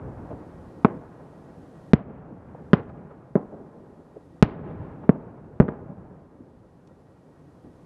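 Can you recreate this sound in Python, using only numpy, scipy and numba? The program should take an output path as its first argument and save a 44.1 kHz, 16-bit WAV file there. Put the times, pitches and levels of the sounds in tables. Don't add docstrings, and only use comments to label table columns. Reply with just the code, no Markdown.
import sys
import numpy as np
from scipy import signal
from scipy.fft import rfft, irfft, next_fast_len
from scipy.io import wavfile
from scipy.ndimage import uniform_filter1d, minimum_filter1d
from numba import njit

SR = 44100
rng = np.random.default_rng(int(sys.argv[2]) if len(sys.argv) > 2 else 0)


def unload_wav(signal):
    wavfile.write(
        sys.argv[1],
        SR,
        np.round(np.clip(np.atleast_2d(signal).T, -1, 1) * 32767).astype(np.int16),
    )


N = 346185
TIME = np.arange(N) / SR

# start in seconds, level in dB, overpressure length in ms, air cut-off in Hz,
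# second front lag in ms, its share as a factor, ground bounce lag in ms, its share as a factor,
# ground cut-off in Hz, near scatter in dB, far roll in dB, rumble level in dB.
SHELL_BURSTS = [ (0.8475, 14, 0.6, 1870, 0.83, 1.49, 4.58, 0.61, 3900, -15.5, -29, -33.5),
                (1.934, 15.5, 2.6, 3640, 0.52, 2.87, 4.3, 1.13, 420, -19.5, -25.5, -24),
                (2.7328, 19.5, 1.22, 3130, 0.62, 0.86, 4.79, 0.94, 1620, -12, -26.5, -28),
                (3.355, 20.5, 0.39, 940, 0.523, 0.86, 4.73, 0.85, 660, -9, -16.5, -34),
                (4.426, 24.5, 5, 5180, 0.73, 0.17, 4.69, 0.63, 1350, -16, -21, -21.5),
                (5.0928, 21, 1.25, 1600, 0.52, 0.41, 4.4, 0.8, 640, -16, -23, -28),
                (5.601, 20, 5.2, 1780, 0.59, 0.26, 4.87, 0.73, 6000, -11, -21, -27.5),
                (5.6825, 6.5, 0.46, 1510, 0.58, 0.88, 4.8, 1.84, 1900, -3, -21.5, -38.5)]

MIC_LOW_HZ, MIC_Q, MIC_SUB_HZ = 125.1, 1.176, 37.94
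RUMBLE_RISE_S = 0.03
EARLIER_ROLL_DB, EARLIER_LENGTH_MS = -29.5, 1.3
HISS_DB = -67
WHINE_HZ, WHINE_DB = 1895, -5.5
TOP_HZ = 15300

AGC_WINDOW_S, AGC_THRESHOLD_DB, AGC_RATIO = 0.01, -8, 7
FAST_RELEASE_DB_S, SLOW_ATTACK_DB_S, SLOW_RELEASE_DB_S = 15.5, 294.5, 4
FAST_START_DB, SLOW_START_DB = 8.5, 6.5


def undb(db):
    return 10 ** (np.asarray(db) / 20)


def unit(x):
    return x / np.sqrt(np.mean(x ** 2))


def band(x, lo_hz, hi_hz, order=2):
    edges_hz = [lo_hz, min(hi_hz, SR / 2 - 1)]
    return signal.sosfilt(signal.butter(order, edges_hz, "band", fs=SR, output="sos"), x)


def coloured(points):
    hz, db = np.transpose(points)
    size = next_fast_len(N)
    f_hz = np.fft.rfftfreq(size, 1 / SR) + 1
    gain = undb(np.interp(np.log(f_hz), np.log(hz), db))
    noise = irfft(rfft(rng.standard_normal(size)) * gain, size)
    return unit(noise[:N])


def walk(points_per_s, size=N):
    points = rng.standard_normal(4096)
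    return np.interp(TIME[:size] * points_per_s, np.arange(4096), points) * np.sqrt(3 / 2)


def add(out, start_s, x):
    i = int(start_s * SR)
    out[i:i + len(x)] += x[:N - i]


def blast(length_ms, air_hz, front_ms, front, bounce_ms, bounce, ground_hz, size=2048):
    jf = 1j * np.fft.rfftfreq(size, 1 / SR)

    def delay(ms):
        return np.exp(-2 * np.pi * jf * ms / 1000)

    corner_hz = 1000 / (2 * np.pi * length_ms)
    jump = jf / (jf + corner_hz) ** 2 * SR / (2 * np.pi)
    free = jump / (1 + jf / air_hz) ** 4
    free = free * jf ** 2 / (jf ** 2 + jf * MIC_LOW_HZ / MIC_Q + MIC_LOW_HZ ** 2)
    free = free * jf / (jf + MIC_SUB_HZ)
    grounded = free * (1 + bounce * delay(bounce_ms) / (1 + jf / ground_hz))
    direct = grounded * (1 + front * delay(front_ms))
    both_fronts = np.hypot(1, front)
    return irfft(free) * both_fronts, irfft(grounded) * both_fronts, irfft(direct)


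def scatter(t60_s, onset_s, grain_db, patchy_db, patch_rate, size):
    t = TIME[:size]
    signs, sizes = rng.standard_normal((2, size))
    response = signs * undb(grain_db * sizes + patchy_db * walk(patch_rate, size=size))
    onset = 1 - np.exp(-(t / onset_s) ** 2)
    decay = np.exp(-np.log(1000) * t / t60_s)
    response = response * onset * decay
    return response / np.linalg.norm(response)


def swell(spread_s):
    t = TIME[:SR // 4] / spread_s
    return rng.standard_normal(len(t)) * t * np.exp(1 - t)


def shells():
    # delay in seconds, level in dB, spread in seconds.
    echoes = [(0.054, -25, 0.0073), (.16, -35.5, 0.0053), (.375, -41.5, .015)]
    out = np.zeros(N)
    for start_s, db, *shape, near_db, far_db, _ in SHELL_BURSTS:
        free, grounded, direct = (undb(db) * x for x in blast(*shape))
        add(out, start_s, direct)

        close = scatter(t60_s=0.056, onset_s=0.0048, grain_db=9.0, patchy_db=-2.5, patch_rate=250, size=4000)
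        edged = band(free, 230, 7000, order=1)
        add(out, start_s, undb(near_db) * signal.fftconvolve(edged, close))

        near = scatter(t60_s=0.26, onset_s=0.0038, grain_db=6.0, patchy_db=2.0, patch_rate=190, size=14000)
        duller = band(band(free, 90, 7000, order=1), 30, 3700)
        add(out, start_s, undb(near_db) * signal.fftconvolve(duller, near))

        far = scatter(t60_s=1.9, onset_s=0.012, grain_db=4.5, patchy_db=2.44, patch_rate=20, size=80000)
        distant = band(band(grounded, 77, 2000, order=1), 30, 2900)
        add(out, start_s, undb(far_db) * signal.fftconvolve(distant, far))

        echoed = band(distant, 340, 1800, order=1)
        for delay_s, echo_db, spread_s in echoes:
            wall = swell(spread_s) / np.sqrt(2 * spread_s * SR)
            add(out, start_s + delay_s, undb(echo_db) * signal.fftconvolve(echoed, wall))
    return out


def thuds():
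    # start in seconds, level in dB,
    # centre in Hz, width in Hz, swell time in seconds.
    reports = [ (.005, -35, 89, 88.8, 0.067), (.3, -30, 354, 545, 0.014), (0.319, -31, 91, 70, 0.0064),
               (0.902, -30.5, 317, 250, 0.013), (2.304, -26.5, 157, 176, 0.011),
               (2.546, -27.5, 590, 440, 0.0027), (2.891, -32, 390, 910, 0.0044),
               (3.105, -33.5, 670, 744, 0.0062), (3.519, -28, 368, 337, 0.013),
               (4.157, -29.5, 376, 266, 0.006), (4.788, -19.5, 107.5, 87.4, 0.012),
               (5.035, -30.5, 550, 640, 0.0053), (5.976, -29.5, 130, 162, 0.016),
               (6.398, -30, 178.6, 219, 0.0077), (6.873, -53.5, 3430, 5000, 0.0015),
               (7.64, -37.5, 120, 277, 0.02)]
    out = np.zeros(N)
    for start_s, db, centre_hz, width_hz, spread_s in reports:
        low_hz = np.hypot(centre_hz, width_hz / 2) - width_hz / 2
        thud = band(swell(spread_s), low_hz, low_hz + width_hz, order=3)
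        thud = thud * np.sqrt(2 * spread_s * SR) / np.linalg.norm(thud)
        add(out, start_s, undb(db) * thud)
    return out


def rumble():
    # frequency in Hz, level in dB.
    colour = [(25, -15.5), (50, -6), (86, 0.5), (157, 6), (210, -2.5), (281, 0), (391, -5), (520, -4.5),
              (742, -12), (1200, -22.5), (1650, -28), (1950, -36.5), (2500, -40.5), (3500, -49)]
    # low edge in Hz, high edge in Hz, murmur in dB, share of each roll in dB,
    # fade in dB per second, gain in dB per doubling of a blast's length, heave in dB,
    # heave points per second.
    registers = [ (21.66, 116, -51.5, -7.5, 18, 1.44, 1.5, 9.9), (152, 573, -45, -3, 18.5, 1, 1.5, 23),
                 (736, 2700, -54.5, -11, 17.5, 0, 1.2, 49)]
    out = np.zeros(N)
    rise = 1 - np.exp(-TIME / RUMBLE_RISE_S)
    for lo_hz, hi_hz, murmur_db, share_db, fade_db_s, length_db, heave_db, heave_rate in registers:

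        def roll_power(db, length_ms):
            start_db = db + share_db + length_db * np.log2(length_ms)
            return undb(start_db - fade_db_s * TIME) ** 2

        power = undb(murmur_db) ** 2 + roll_power(EARLIER_ROLL_DB, EARLIER_LENGTH_MS)
        for start_s, _, length_ms, *_, rumble_db in SHELL_BURSTS:
            add(power, start_s, rise * roll_power(rumble_db, length_ms))
        noise = unit(band(coloured(colour), lo_hz, hi_hz, order=3))
        out += noise * np.sqrt(power) * undb(heave_db * walk(heave_rate))
    return out


def hiss():
    # frequency in Hz, level in dB.
    colour = [(1000, 4), (3000, 1.5), (8000, -5), (11000, -7), (14000, -20), (16000, -28.5)]
    whine = unit(band(rng.standard_normal(N), WHINE_HZ - 20, WHINE_HZ + 20))
    return (coloured(colour) + undb(WHINE_DB) * whine) * undb(HISS_DB)


@njit
def follow(wanted, start, attack, release):
    out, now = np.empty(len(wanted)), start
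    for i in range(len(wanted)):
        now += min(max(wanted[i] - now, -release / SR), attack / SR)
        out[i] = now
    return out


def gain_control(x):
    window = int(AGC_WINDOW_S * SR)
    level_db = 10 * np.log10(np.maximum(uniform_filter1d(x ** 2, window), 1e-12))
    held_db = -minimum_filter1d(-level_db, window)
    wanted_db = np.maximum(held_db - AGC_THRESHOLD_DB, 0) * (1 - 1 / AGC_RATIO)
    fast_db = follow(wanted_db, float(FAST_START_DB), np.inf, float(FAST_RELEASE_DB_S))
    slow_db = follow(wanted_db, float(SLOW_START_DB), float(SLOW_ATTACK_DB_S), float(SLOW_RELEASE_DB_S))
    return x * undb(-np.maximum(fast_db, slow_db))


def scene():
    return (shells() + thuds() + rumble() + hiss())[None]


def record(dry):
    ducked = gain_control(dry[0])[None]
    clipped = ducked / (1 + ducked ** 10) ** (1 / 10)
    return signal.sosfilt(signal.ellip(8, 0.1, 70, TOP_HZ, fs=SR, output="sos"), clipped)


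dry = scene()
out = record(dry)
unload_wav(out)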